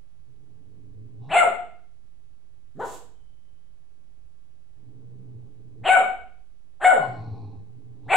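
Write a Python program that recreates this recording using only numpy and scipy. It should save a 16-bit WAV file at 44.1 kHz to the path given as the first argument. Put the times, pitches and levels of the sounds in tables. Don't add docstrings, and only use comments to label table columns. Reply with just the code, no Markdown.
import sys
import numpy as np
from scipy import signal
from scipy.fft import rfft, irfft, next_fast_len
from scipy.io import wavfile
from scipy.ndimage import uniform_filter1d, minimum_filter1d

SR = 44100
rng = np.random.default_rng(int(sys.argv[2]) if len(sys.argv) > 2 else 0)


def unload_audio(sound):
    columns = np.transpose(np.atleast_2d(sound))
    steps = np.round(np.clip(columns, -1, 1) * 32767)
    wavfile.write(sys.argv[1], SR, steps.astype(np.int16))


N = 359856

# f/Hz, density/dB per Hz
FLOOR_SPECTRUM = [(11, -17.5), (18, 5), (22, -15.5), (53, -19.5), (80, -22), (166, -33), (256, -38),
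                  (439, -41), (476, -48), (531, -42.5), (677, -45), (775, -45.5), (1200, -49),
                  (11600, -62.5), (15100, -93), (22000, -120)]
# f/Hz, likeness/0-1
FLOOR_LIKENESS = [(40, 1), (130, 0.59), (270, 0.75), (1000, .02)]
FLOOR_DB = -58

# t/s, pitch/Hz, tone level/dB, lip opening as upper rattle level/dB
GROWL_CURVES = [
    [(.25, 116.4, -70, -99.5), (.45, 127.6, -64.5, -86), (.614, 93.6, -61, -84), (.9, 101.3, -56.5, -87),
     (1.06, 105.9, -50, -86), (1.12, 108.3, -55, -83), (1.19, 104.9, -48.5, -80),
     (1.235, 112.9, -48, -57.5), (1.29, 137.6, -44.5, -54.5), (1.34, 198, -47, -50)],
    [(4.74, 119.9, -67, -85), (4.98, 108.5, -52.5, -79), (5.12, 116, -52.5, -84), (5.22, 115.2, -50.5, -80),
     (5.42, 111.5, -51.5, -79), (5.5, 110.9, -56, -80), (5.74, 109.2, -55.5, -85),
     (5.8, 112.7, -47.5, -79.5), (5.83, 120, -44, -75), (5.875, 190, -48, -60.5)],
    [(6.97, 164.4, -43.5, -45), (7.03, 142.5, -42, -31), (7.11, 119, -41.5, -54.5),
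     (7.2, 109, -41.5, -47.5), (7.28, 113.8, -40, -54), (7.43, 105.6, -43, -55.5),
     (7.6, 98.95, -50.5, -67.5), (7.67, 107.5, -58.5, -75), (7.75, 115, -55, -81),
     (8.02, 108.2, -53.5, -75), (8.07, 109.8, -45, -58.5), (8.12, 180.1, -47, -52.5)],
]
# f/Hz, width/Hz, relative level/dB
THROAT_MODES = [(162.04, 90, 3.5), (275, 64, 0), (411, 54, -3)]
# f/Hz, width/Hz, relative level/dB
LIP_MODES = [(790, 120, -1), (1050, 81, -9.5)]
# f/Hz at a lip level of -60 dB, width/Hz, relative level/dB, shift/Hz per dB of lip opening
RASP_MODES = [(2600, 400, -7, -20), (3950, 650, 0, 22), (5200, 600, -12, 0)]
RATTLE_DB, RATTLE_FOLLOWS = -56, 0.78
RASP_DB, RASP_TOP_DB = -16, -68
WAVER_DB = 3.5
JAW_LAG_S = .15

# t/s where the voice breaks upward, level/dB, held note/Hz, slide/Hz per s, run-up length/share,
# run-up level/dB, run-up mouth/share, held mouth/share, roughness/share, breath level/dB, tail level/dB
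BARK_EVENTS = [(1.357, -12, 716.8, -150, 1.15, 0, .95, 1.04, 1.05, -36, -1),
               (5.892, -10.5, 758.9, -100, .98, 0, 1.05, 1.052, .95, -36, -3.5),
               (6.847, -10.5, 740.3, 699, .8, -3.5, 0.57549, 0.87, 1.1, -37.5, 3),
               (8.145, -12, 771.7, 98.5, 1.08, 3.5, 0.87, 1.08, 1.09, -33, -1)]
# t/s from the break, relative effort/dB, pitch/share of held note,
# roughness/0-1, mouth resonance/Hz before shares, relative breath/dB
BARK_SHAPE = [(-.064, -38.5, .25, .5, 1496, -47.5), (-.034, -9, .46, .58, 3010, -23.5),
              (-.004, -0.5, .62, .66, 2550, -6), (0, -0.5, .93, .48, 2394, -7),
              (.012, 0.5, .99, .38, 2300, -3), (0.027, -1, 0.98, .34, 2100, 0),
              (.048, -3, 1, .34, 1500, -5), (.072, -7.5, .88, .44, 1290, -18),
              (.08, -17.5, .37, .3, 569.2, -7.5), (.118, -20.5, .29, 0.3, 427, -29),
              (0.149, -25.5, .22, 0.2, 336.1, -47.5)]
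# f/Hz, gain/dB
BARK_SPECTRUM = [(88, -36.5), (200, -25.5), (430, -18.5), (720, 0.5), (1060, -14.5), (1460, -14.5),
                 (2290, -18.5), (3300, -21), (4300, -32.5), (5500, -73), (7000, -100)]
# f/Hz, density/dB per Hz
BARK_HISS = [(3240, -106), (5500, -82), (5910, -73.5), (6060, -39), (6350, -19.5), (7590, 4),
             (10200, -12.5), (11000, -7.5), (11600, -22.5), (15100, -53), (22000, -120)]

# t/s, effort/dB, pitch/Hz, roughness/0-1, mouth resonance/Hz, breath level/dB
WOOF_CURVE = [(2.745, -40, 105, 0.01, 99, -85.5), (2.775, -42.5, 149.8, .12, 140, -85),
              (2.79, -48.5, 252.5, 0.33, 360, -85), (2.8, -35.5, 393.9, 0.44, 786.7, -64),
              (2.825, -29.5, 489.7, 0.7, 990, -66.5), (2.86, -43, 358.8, 0.72, 836.3, -53),
              (2.95, -64, 253, 0.78, 802, -52.5), (3.03, -71, 249, 0.8, 800, -78)]
# f/Hz, gain/dB
WOOF_SPECTRUM = [(60, -38), (130, -24.5), (440, -10), (700, -8), (950, -15), (1250, -11.5), (1800, -13.5),
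                 (2300, -31), (4000, -29), (6000, -74)]
# f/Hz, density/dB per Hz
WOOF_HISS = [(1200, -11.5), (2000, -6), (3300, -0.5), (5770, -4), (7310, 6), (9180, -5), (11600, -6.5),
             (15700, -16.5)]

WHISTLE_S, WHISTLE_LENGTH_S = 3.09, .68
WHISTLE_HZ, WHISTLE_DB, WHISTLE_FADE_DB = 3075, -87, -12

# f/Hz, t60/s
ROOM_DECAY = [(100, 0.91), (530, 0.47), (1400, 0.48), (3700, 0.52), (9700, 0.36)]
# f/Hz, likeness/0-1
ROOM_LIKENESS = [(100, 0.29), (300, 0.92), (700, 0.7), (1500, .3), (4000, .05)]
# f/Hz, left over right/dB
PORT_COLOUR = [(60, 2), (150, 2.5), (400, 1.93), (1100, 2.5), (3500, 2), (6250, -9.5), (9500, -11),
               (12500, 9.5)]
LIMIT_DB, EDGE_HZ = -5, 15800
OFFSET = -.0102


def gain_of(db):
    return 10 ** (np.asarray(db) / 20)


def evened(x):
    return x / np.sqrt(np.mean(x ** 2) + 1e-20)


def read(points, hz):
    f, value = np.transpose(points)
    return np.interp(np.log(hz + 1), np.log(f + 1), value)


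def wander(count, size):
    once = uniform_filter1d(rng.standard_normal(count), size=size)
    return evened(uniform_filter1d(once, size=size))


def floor():
    frames, hz = N // 512 + 5, np.fft.rfftfreq(2048, 1 / SR)
    a, b, c, d = rng.standard_normal((frames, len(hz), 4)).T
    left, other = a + 1j * b, c + 1j * d
    same = np.clip(read(FLOOR_LIKENESS, hz), -1, 1)[:, None]
    right = same * left + np.sqrt(1 - same ** 2) * other
    pair = np.array([left, right]) * gain_of(read(FLOOR_SPECTRUM, hz))[:, None]
    pair *= gain_of(1.8 * wander(frames, size=12) * (hz < 120)[:, None])
    noise = signal.istft(pair, nperseg=2048, noverlap=1536)[1][:, :N]
    return gain_of(FLOOR_DB) * evened(noise)


def unfold(rows):
    s, *columns = np.transpose(rows)
    t = np.arange(s[0], s[-1], 1 / SR)
    return [np.interp(t, s, c) for c in columns]


def resonate(x, hz, width):
    turn = np.exp(2j * np.pi * np.cumsum(hz * np.ones(len(x))) / SR)
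    r = np.exp(-np.pi * width / SR)
    smoothed = signal.lfilter([1 - r], [1, -r], x / turn)
    return 2 * (turn * smoothed).real


def tract(x, modes):
    rung = [gain_of(db) * evened(resonate(resonate(x, hz, w), hz, w)) for hz, w, db in modes]
    return evened(sum(rung))


def growl(rows):
    hz, tone_db, lips_db = unfold(rows)
    count = len(hz)
    rattle_db = RATTLE_DB + RATTLE_FOLLOWS * (tone_db + 51)
    rasp_db = np.minimum(lips_db + RASP_DB, RASP_TOP_DB)
    turns = np.cumsum(hz * (1 + .045 * wander(count, size=500))) / SR
    tone = np.sin(2 * np.pi * turns) + gain_of(-18.5) * np.sin(4 * np.pi * turns)
    tone = np.sqrt(2) * tone * gain_of(WAVER_DB * wander(count, size=800))
    slap_turns = turns / 2 + 0.18 * wander(count, size=400)
    struck = np.diff(np.floor(slap_turns), prepend=0) > 0
    slaps = struck * gain_of(2.2 * rng.standard_normal(count))
    drive = uniform_filter1d(evened(slaps) + 1.1 * rng.standard_normal(count), size=21)
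    puffs = (.9 + np.exp(-(turns % 1) / .3)) * rng.standard_normal(count)
    sound = gain_of(tone_db) * tone + gain_of(rattle_db) * tract(drive, THROAT_MODES)
    sound += gain_of(lips_db) * tract(drive, LIP_MODES)
    opening = np.clip(lips_db, -75, -48) + 60
    lag = 2 * round(JAW_LAG_S * SR) + 1
    opening = uniform_filter1d(opening, size=lag, origin=lag // 2, mode="nearest")
    rasp_modes = [(f + move * opening, w, db) for f, w, db, move in RASP_MODES]
    sound += gain_of(rasp_db) * tract(puffs, rasp_modes)
    return rows[0][0], sound * signal.windows.tukey(count, .07)


def bark_curve(break_s, level_db, note_hz, slide, runup_length, runup_db, runup_mouth, held_mouth,
               rough_share, breath_db, tail_db):
    s, effort, share, rough, mouth_hz, breath = np.transpose(BARK_SHAPE)
    before, tail = s < 0, (s > 0) & (share < .5)
    t = break_s + s * np.where(before, runup_length, 1)
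    effort_db = level_db + effort + runup_db * before + tail_db * tail
    hz = share * (note_hz + slide * np.clip(s - .026, 0, .03))
    mouth_hz = mouth_hz * np.where(before, runup_mouth, np.where(tail, 1, held_mouth))
    return np.transpose([t, effort_db, hz, rough * rough_share, mouth_hz, breath_db + breath])


def coloured(x, spectrum):
    size = next_fast_len(len(x) + 4096)
    gain = gain_of(read(spectrum, np.fft.rfftfreq(size, 1 / SR)))
    return irfft(rfft(x, size) * gain, size)[:len(x)]


def bark_or_woof(rows, colour, breath, mouth_db, mouth_width):
    effort_db, hz, rough, mouth_hz, breath_db = unfold(rows)
    count, rough = len(hz), np.clip(rough, 0, 1)
    turns = np.cumsum(hz * (1 + .22 * rough ** 2 * wander(count, size=40))) / SR
    folds = sum(np.cos(2 * np.pi * k * turns) / (1 + (k * hz / (1.6 * mouth_hz)) ** 4) for k in range(1, 24))
    folds = np.sqrt(hz) * folds
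    gate = 1.2 + np.exp(-(turns % 1) / 0.9)
    puffs = evened(gate * rng.standard_normal(count))
    drive = (1 - rough) * evened(folds) + rough * puffs
    mouth = resonate(resonate(drive, mouth_hz, mouth_width), mouth_hz, mouth_width)
    drive = drive + gain_of(mouth_db) * mouth
    hiss = evened(coloured(gate * rng.standard_normal(count), breath))
    voice = gain_of(effort_db) * evened(coloured(drive, colour)) + gain_of(breath_db) * hiss
    return rows[0][0], voice * signal.windows.tukey(count, .12)


def nose_whistle():
    t = np.arange(0, WHISTLE_LENGTH_S, 1 / SR)
    hz = WHISTLE_HZ + 25 * wander(len(t), size=600)
    tone = np.sin(2 * np.pi * np.cumsum(hz) / SR)
    level = gain_of(WHISTLE_DB + WHISTLE_FADE_DB * (t / WHISTLE_LENGTH_S) ** 3)
    return WHISTLE_S, np.sqrt(2) * level * tone * signal.windows.tukey(len(t), .1)


def add(mix, s, sound):
    part = mix[round(s * SR):][:len(sound)]
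    part += sound[:len(part)]


def room(x, wet_db):
    taps = np.zeros((2, SR))
    starts = np.arange(200, SR - 20, 20)
    at = starts + rng.integers(0, 20, (2, len(starts)))
    np.put_along_axis(taps, at, rng.choice([-1., 1.], at.shape), 1)
    hz, t, z = signal.stft(taps, SR, nperseg=512)
    same = np.clip(read(ROOM_LIKENESS, hz), 0, 1)[:, None]
    pair = np.array([z[0], same * z[0] + np.sqrt(1 - same ** 2) * z[1]])
    decay = gain_of(-60 * t / read(ROOM_DECAY, hz)[:, None])
    tail = signal.istft(pair * decay, SR, nperseg=512)[1]
    tail = tail / np.linalg.norm(tail[0])
    return x + gain_of(wet_db) * signal.fftconvolve(x[None], tail, axes=1)[:, :N]


def ports(pair):
    return np.array([coloured(x, [(f, side * db / 2) for f, db in PORT_COLOUR])
                     for x, side in zip(pair, (1, -1))])


def scene():
    loud, low = np.zeros(N), np.zeros(N)
    for row in BARK_EVENTS:
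        add(loud, *bark_or_woof(bark_curve(*row), BARK_SPECTRUM, BARK_HISS, mouth_db=9, mouth_width=550))
    add(loud, *bark_or_woof(WOOF_CURVE, WOOF_SPECTRUM, WOOF_HISS, mouth_db=0, mouth_width=720))
    add(loud, *nose_whistle())
    for rows in GROWL_CURVES:
        add(low, *growl(rows))
    dog = room(loud, wet_db=0.0) + room(low, wet_db=-6.5)
    return ports(dog) + floor()


def record(dry):
    crest = -minimum_filter1d(-abs(dry).max(0), size=401)
    over_db = np.maximum(20 * np.log10(crest + 1e-9) - LIMIT_DB, 0)
    held = dry / gain_of(.75 * uniform_filter1d(over_db, size=401))
    lowpass = signal.firwin(511, EDGE_HZ, window=("kaiser", 9), fs=SR)
    band = signal.oaconvolve(held, lowpass[None], "same")
    return band + np.array([[0], [OFFSET]])


dry = scene()
out = record(dry)
unload_audio(out)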